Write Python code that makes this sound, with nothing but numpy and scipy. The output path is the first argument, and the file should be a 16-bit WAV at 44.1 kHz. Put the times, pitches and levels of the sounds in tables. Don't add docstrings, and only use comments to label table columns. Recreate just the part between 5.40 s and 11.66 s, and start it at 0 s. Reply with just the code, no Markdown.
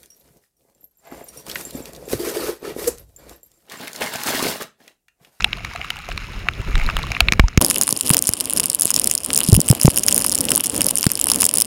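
import sys
import numpy as np
from scipy.fft import rfft, irfft, next_fast_len
from scipy.io import wavfile
from scipy.ndimage import map_coordinates

SR = 44100
rng = np.random.default_rng(int(sys.argv[2]) if len(sys.argv) > 2 else 0)


def materialize(psi):
    bounded = np.clip(np.atleast_2d(psi).T, -1, 1)
    quanta = np.round(bounded * 32767).astype(np.int16)
    wavfile.write(sys.argv[1], SR, quanta)


N = 276062

# (start [s], end [s])
GAP = (2.1943, 2.2072)
SPLIT_HZ = 4300
TOP_HZ = 16600

# (frequency [Hz], relative density [dB])
MUFFLED_RUMBLE = [(15, -39), (30, 6.5), (80, -4), (140, -7), (280, -17.5), (600, -23.5), (1500, -57)]
OPEN_RUMBLE = [(20, -31), (60, -6), (170, -4), (260, 1.5), (400, -6.5), (550, -5), (750, -12.5),
               (1500, -23.5), (4000, -28.5)]
# (time [s], river hiss level [dB], wind rumble level [dB])
MUFFLED_BACKGROUND = [(0, -42, -31), (.35, -39.5, -37.5), (.7, -38.5, -36), (1.05, -40, -32.5),
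                      (1.3, -37.5, -26.5), (1.5, -33.5, -25.5), (1.75, -37.5, -29), (1.95, -43.5, -25.5),
                      (2.19, -48, -38)]
# (time [s], rumble level [dB])
GUSTS = [(2.21, -18), (2.33, -30), (2.6, -41.5), (2.73, -26.5), (2.83, -36.5), (3.05, -37.5), (3.16, -29.5),
         (3.33, -39), (3.65, -33.5), (3.79, -41.5), (3.92, -29.5), (4.26, -35.5), (4.57, -32.5),
         (4.72, -29.5), (5.03, -33.5), (5.12, -25), (5.24, -35), (5.39, -23), (5.53, -33.5), (5.78, -36),
         (5.95, -28), (6.26, -38)]
# (time [s], level before the envelope [dB], starting pitch [Hz])
BUBBLES = [(.061, -24, 780), (.342, -33, 900), (.398, -31, 736), (.418, -36, 730), (.72, -42, 700),
           (1.413, -12, 2160), (1.469, -24.5, 2300), (1.638, -19, 1050), (1.888, -9, 2000),
           (2.001, -31, 2050), (2.038, -20.5, 870)]
# (time [s], strength signed by the first swing [1], starting pitch [Hz],
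# final pitch [Hz], time to decay by 60 dB [s])
THUMPS = [(1.341, 0.9, 44, 18, 0.21), (1.417, 0.65, 30, 14, 0.2), (1.553, -0.44, 40, 25, 0.16),
          (1.817, 0.45, 59.6, 46, 0.15), (1.9232, 1.6, 200, 78, 0.01), (1.9953, 1.5, 700, 46, 0.096),
          (2.037, -2, 61, 27, 0.074), (2.1755, 2.1, 330, 36, .045), (2.526, 0.33, 750, 116, 0.022),
          (2.7065, -1.5, 191, 120, 0.027), (2.891, 0.36, 700, 67, 0.027), (3.4546, 0.32, 766, 110, 0.016),
          (4.0884, 1.14, 195, 160, 0.037), (4.126, 5.5, 127, 91, 0.041), (4.152, 0.8, 90, 48, 0.08),
          (4.175, 1, 188, 164, 0.056), (4.192, .5, 606, 155, 0.046), (4.3032, 2.5, 160, 113, 0.051),
          (4.3284, 1.23, 764, 98, 0.0073), (4.448, 3, 174, 132, 0.047), (4.4792, 3, 950, 57, 0.023),
          (5.666, 3.5, 228, 94, 0.016)]
# (frequency [Hz], width [Hz], relative level [dB])
MUFFLED_MODES = [(700, 61, -13), (1270, 390, -5), (2265, 390, -2.5), (2776, 350, -5), (3945, 610, -15),
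                 (5250, 400, -19), (6950, 740, -19.5), (6550, 3300, -26), (11900, 6000, -36.5)]
OPEN_MODES = [(1028, 304, -5), (2907, 480, 1.5), (5250, 655, -4), (6946, 630, -3.5), (9080, 1630, 2.5),
              (10710, 1990, 1), (14960, 880, -13.5)]
# (time [s], snap level above the split [dB], knock level below it [dB])
DROPS = [(0.0051, -33, -20), (0.0228, -29, -22), (0.0436, -25, -5.5), (0.13, -32, -14),
         (0.2485, -37, -20.5), (0.3598, -56, -23), (0.414, -43, -22), (0.4448, -48, -25),
         (0.5032, -40, -16), (0.7163, -40, -23), (0.7763, -55, -19), (1.0859, -33, -7.5),
         (1.3542, -40, -16), (1.3785, -34, -24), (1.398, -52, -23), (1.4147, -52, -32), (1.4893, -46, -15),
         (1.4988, -35, -19.5), (1.502, -49, -26), (1.5888, -40, -25.5), (1.7178, -28, -16.5),
         (1.749, -49, -18.5), (1.766, -52, -16.5), (1.8049, -35, 2.5), (1.885, -50, -6),
         (1.9221, -16, -6.5), (1.9341, -26, -16.5), (1.996, -28, -1), (2.0828, -24, -25.5),
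         (2.1749, -12, -9), (2.2141, -3, -11), (2.2224, -7, -25), (2.2473, 2, -25), (2.264, -11.5, -34),
         (2.3002, -7, -32), (2.311, -7.5, -15), (2.3627, -26, -18), (2.4127, 5, -19), (2.4341, -10.5, -41),
         (2.478, -12, -20.5), (2.4909, -9, -21), (2.5262, -5, -26), (2.6099, -7.5, -24), (2.694, -7.5, -37),
         (2.7032, -8.5, -10.5), (2.745, -2.5, -13.5), (2.7681, 3, -29), (2.79, -7, -35), (2.824, -6.5, -38),
         (2.871, -8, -35), (2.8909, -2, -22), (2.936, -8, -33), (3.002, -15, -30), (3.0081, -10.5, -24),
         (3.098, -14.5, -26), (3.1072, -15.5, -30), (3.135, -10.5, -41), (3.173, -7.5, -23),
         (3.1984, -4, -18), (3.2027, -11, -27), (3.238, -18, -45), (3.258, -8, -42), (3.301, -12.5, -30),
         (3.348, -3, -30), (3.397, -12, -39), (3.4099, -5, -31), (3.4204, 2.5, -28), (3.4549, -4.5, -28),
         (3.5048, -4, -22), (3.5415, -9, -30), (3.5627, 0, -29), (3.597, -5, -40), (3.643, -4.5, -40),
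         (3.6731, -3, -28), (3.7128, -4, -19.5), (3.752, -8, -42), (3.7781, -14, -42), (3.8481, -15, -51),
         (3.904, -39, -16.5), (3.9319, -9, -33), (3.947, -10, -31), (3.9634, -8, -35), (3.976, 1, -29),
         (4.0046, -9, -19), (4.143, -3.5, -25), (4.1497, -11, -19.5), (4.165, -2, -19.5), (4.2036, -8, -29),
         (4.2153, -9.5, -36), (4.287, -2, -18), (4.3008, -7, -34), (4.313, -3.5, -38), (4.414, -8, -35),
         (4.4332, 0, -37), (4.4561, -6.5, -22), (4.5751, -4, -17), (4.585, -10, -30), (4.635, -13, -33),
         (4.6647, -9, -33), (4.6833, 8, -38), (4.689, -11, -21), (4.726, -5, -22), (4.7448, -3.5, -38),
         (4.763, -9, -34), (4.7787, -4, -24.5), (4.847, -15, -18), (4.864, -5.5, -38), (4.8955, -10.5, -36),
         (4.954, -5.5, -44), (5.007, -10, -45), (5.0115, -11.5, -40), (5.0864, -38, -16.5),
         (5.118, -4.5, -14), (5.1596, 0, -37), (5.1781, -8.5, -23), (5.2027, -39, -19.5),
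         (5.2075, -11.5, -33), (5.2395, -13.5, -29.5), (5.263, -15, -36), (5.3642, -17, -32),
         (5.4079, -8, -14), (5.4169, -1, -28), (5.4427, -20, -41), (5.4662, -1, -46), (5.4865, -11, -45),
         (5.5097, -11, -27), (5.5839, -10, -33), (5.6293, -10, -21), (5.6411, -18, -19), (5.6665, 2.5, -38),
         (5.7172, -7, -34), (5.7542, -13.5, -42), (5.8134, -6, -31), (5.8418, -4.5, -31),
         (5.8696, -11, -21.5), (5.9005, -4, -18.5), (5.9169, 6, -16), (5.959, -10, -40), (6.009, -3, -24),
         (6.0198, -1, -16), (6.0306, -15, -16), (6.042, -5, -34), (6.0532, 0.5, -32), (6.065, -3, -30),
         (6.091, -8.5, -20.5), (6.1396, -6, -23.5), (6.1585, -13, -40), (6.1723, -7.5, -31),
         (6.1842, -3, -39), (6.2116, -4.5, -59), (6.2198, -1, -27)]


def amp(db):
    return 10 ** (np.asarray(db) / 20)


def unit(x):
    return x / np.sqrt(np.mean(x ** 2) + 1e-20)


def curve(rows):
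    times_s, *columns = np.transpose(rows)
    return [np.interp(np.arange(N) / SR, times_s, column) for column in columns]


def wobble(rate_hz):
    knots = rng.standard_normal(int(N * rate_hz / SR) + 4)
    return map_coordinates(knots, [np.arange(N) * rate_hz / SR])


def placed(times_s, rows):
    where = np.round(times_s * SR).astype(int)[:, None] + np.arange(rows.shape[1])
    return np.bincount(where.ravel(), rows.ravel(), N + SR)[:N]


def filtered(x, response):
    n = x.shape[-1]
    padded = next_fast_len(n + 2048)
    spectrum = rfft(x, padded) * response(np.fft.rfftfreq(padded, 1 / SR))
    return irfft(spectrum, padded)[..., :n]


def resonant(modes, gains=None):
    if gains is None:
        gains = np.ones((1, len(modes)))

    def response(f):
        total = 0
        for k, (centre, width, db) in enumerate(modes):
            mode = 1j * f * width / (centre * centre - f * f + 1j * f * width)
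            total = total + (-1) ** k * gains[:, [k]] * amp(db) * mode
        return total

    return response


def wind(spectrum, level_db, lumps_db):
    hz, density_db = np.transpose(spectrum)
    noise = filtered(rng.standard_normal(N), lambda f: amp(np.interp(np.log(f + 1), np.log(hz), density_db)))
    return amp(level_db) * unit(noise * amp(lumps_db * wobble(30)))


def river(modes, level_db, flutter_db, octave_db):
    grains = rng.standard_normal(N) * amp(3 * wobble(900))
    port = resonant(modes)
    hiss = filtered(grains, lambda f: port(f)[0] * amp(octave_db * np.log2(f + 50)))
    return amp(level_db + flutter_db * wobble(16)) * unit(hiss)


def bubbles(rows):
    times_s, db, hz = np.transpose(rows)[:, :, None]
    turns = hz * np.arange(1024) / SR
    envelope = np.exp(-turns / 5) * (1 - np.exp(-turns / .8))
    tone = np.sin(2 * np.pi * turns * (1 + 0.0056 * turns))
    return placed(times_s[:, 0], amp(db) * envelope * tone)


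def thumps():
    out = np.zeros(N + SR)
    t = np.arange(SR // 4) / SR
    for start_s, strength, start_hz, end_hz, t60_s in THUMPS:
        fall_s = 1.005 / start_hz
        cycles = end_hz * t + (start_hz - end_hz) * fall_s * (1 - np.exp(-t / fall_s))
        rise = 1 - np.exp(-cycles / .3)
        decay = amp(-60 * t / t60_s)
        out[round(start_s * SR):][:len(t)] += strength * decay * rise * np.sin(2 * np.pi * cycles)
    return out[:N]


def patter(count, span, level_db, snap_db, knock_db, spread_db, scatter_db, top_db):
    chance = rng.random((count, 2))
    tone_db = scatter_db * rng.standard_normal(count)
    times_s = span[0] + (span[1] - span[0]) * chance[:, 0]
    base_db = level_db[(times_s * SR).astype(int)]
    size_db = np.minimum(-spread_db * np.log(1 - chance[:, 1]), top_db)
    snap = base_db + snap_db + size_db + tone_db
    knock = base_db + knock_db + .8 * size_db - tone_db
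    return np.c_[times_s, snap, knock]


def strikes(rows, modes, splash_s, spot_db):
    times_s, snap_db, knock_db = np.transpose(rows)
    t = np.arange(512) / SR
    envelope = np.exp(-t / splash_s) * (1 - np.exp(-t / .0001))
    burst = rng.standard_normal((len(times_s), len(t))) * envelope
    sound = 0
    for db, upper in ((snap_db, True), (knock_db, False)):
        part = [mode for mode in modes if (mode[0] > SPLIT_HZ) == upper]
        spot_gains = amp(spot_db * rng.standard_normal((len(times_s), len(part))))
        ring = filtered(burst, resonant(part, spot_gains))
        onset = np.sqrt(np.mean(ring[:, :110] ** 2, axis=1))
        sound = sound + ring * (amp(db) / onset)[:, None]
    return placed(times_s, sound)


def muffled_part():
    hiss_db, wind_db = curve(MUFFLED_BACKGROUND)
    background = wind(MUFFLED_RUMBLE, wind_db, lumps_db=3)
    background += river(MUFFLED_MODES, hiss_db, flutter_db=-1.5, octave_db=1.5)

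    chance = rng.random((110, 3))
    faint = np.c_[GAP[0] * chance[:, 0], -40 + 13 * chance[:, 1], 600 * 4.5 ** chance[:, 2]]
    water = bubbles(BUBBLES) + amp(hiss_db + 37.0) * bubbles(faint)

    big = [drop for drop in DROPS if drop[0] < GAP[0]]
    small = patter(count=260, span=(0, GAP[0]), level_db=hiss_db, snap_db=-40, knock_db=-7.0,
                   spread_db=4, scatter_db=-5.5, top_db=15)
    rain = strikes(big, MUFFLED_MODES, splash_s=0.0013, spot_db=4.0)
    rain += strikes(small, MUFFLED_MODES, splash_s=0.00055, spot_db=19)
    return background + water + rain


def open_part():
    gust_db, = curve(GUSTS)
    hiss_db = -45.5 + 0.49 * (np.minimum(gust_db, -28) + 36)
    background = wind(OPEN_RUMBLE, gust_db, lumps_db=3.0)
    background += river(OPEN_MODES, hiss_db, flutter_db=2.5, octave_db=-3.2)

    big = [drop for drop in DROPS if drop[0] > GAP[0]]
    small = patter(count=1300, span=(GAP[1], N / SR), level_db=hiss_db, snap_db=3.5, knock_db=-6,
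                   spread_db=9, scatter_db=3.0, top_db=24.5)
    rain = strikes(big, OPEN_MODES, splash_s=0.00022, spot_db=3.5)
    rain += strikes(small, OPEN_MODES, splash_s=0.00034, spot_db=1.5)
    return background + rain


def scene():
    t = np.arange(N) / SR
    both = np.where(t < GAP[0], muffled_part(), open_part()) + thumps()
    audible = (t < GAP[0]) | (t > GAP[1])
    return (both * audible)[None]


def record(dry):
    clipped = dry / (1 + np.abs(dry / .99) ** 16) ** (1 / 16)
    return filtered(clipped, lambda f: np.clip((TOP_HZ - f) / 500, 0, 1) ** 2)


dry = scene()
out = record(dry)
materialize(out)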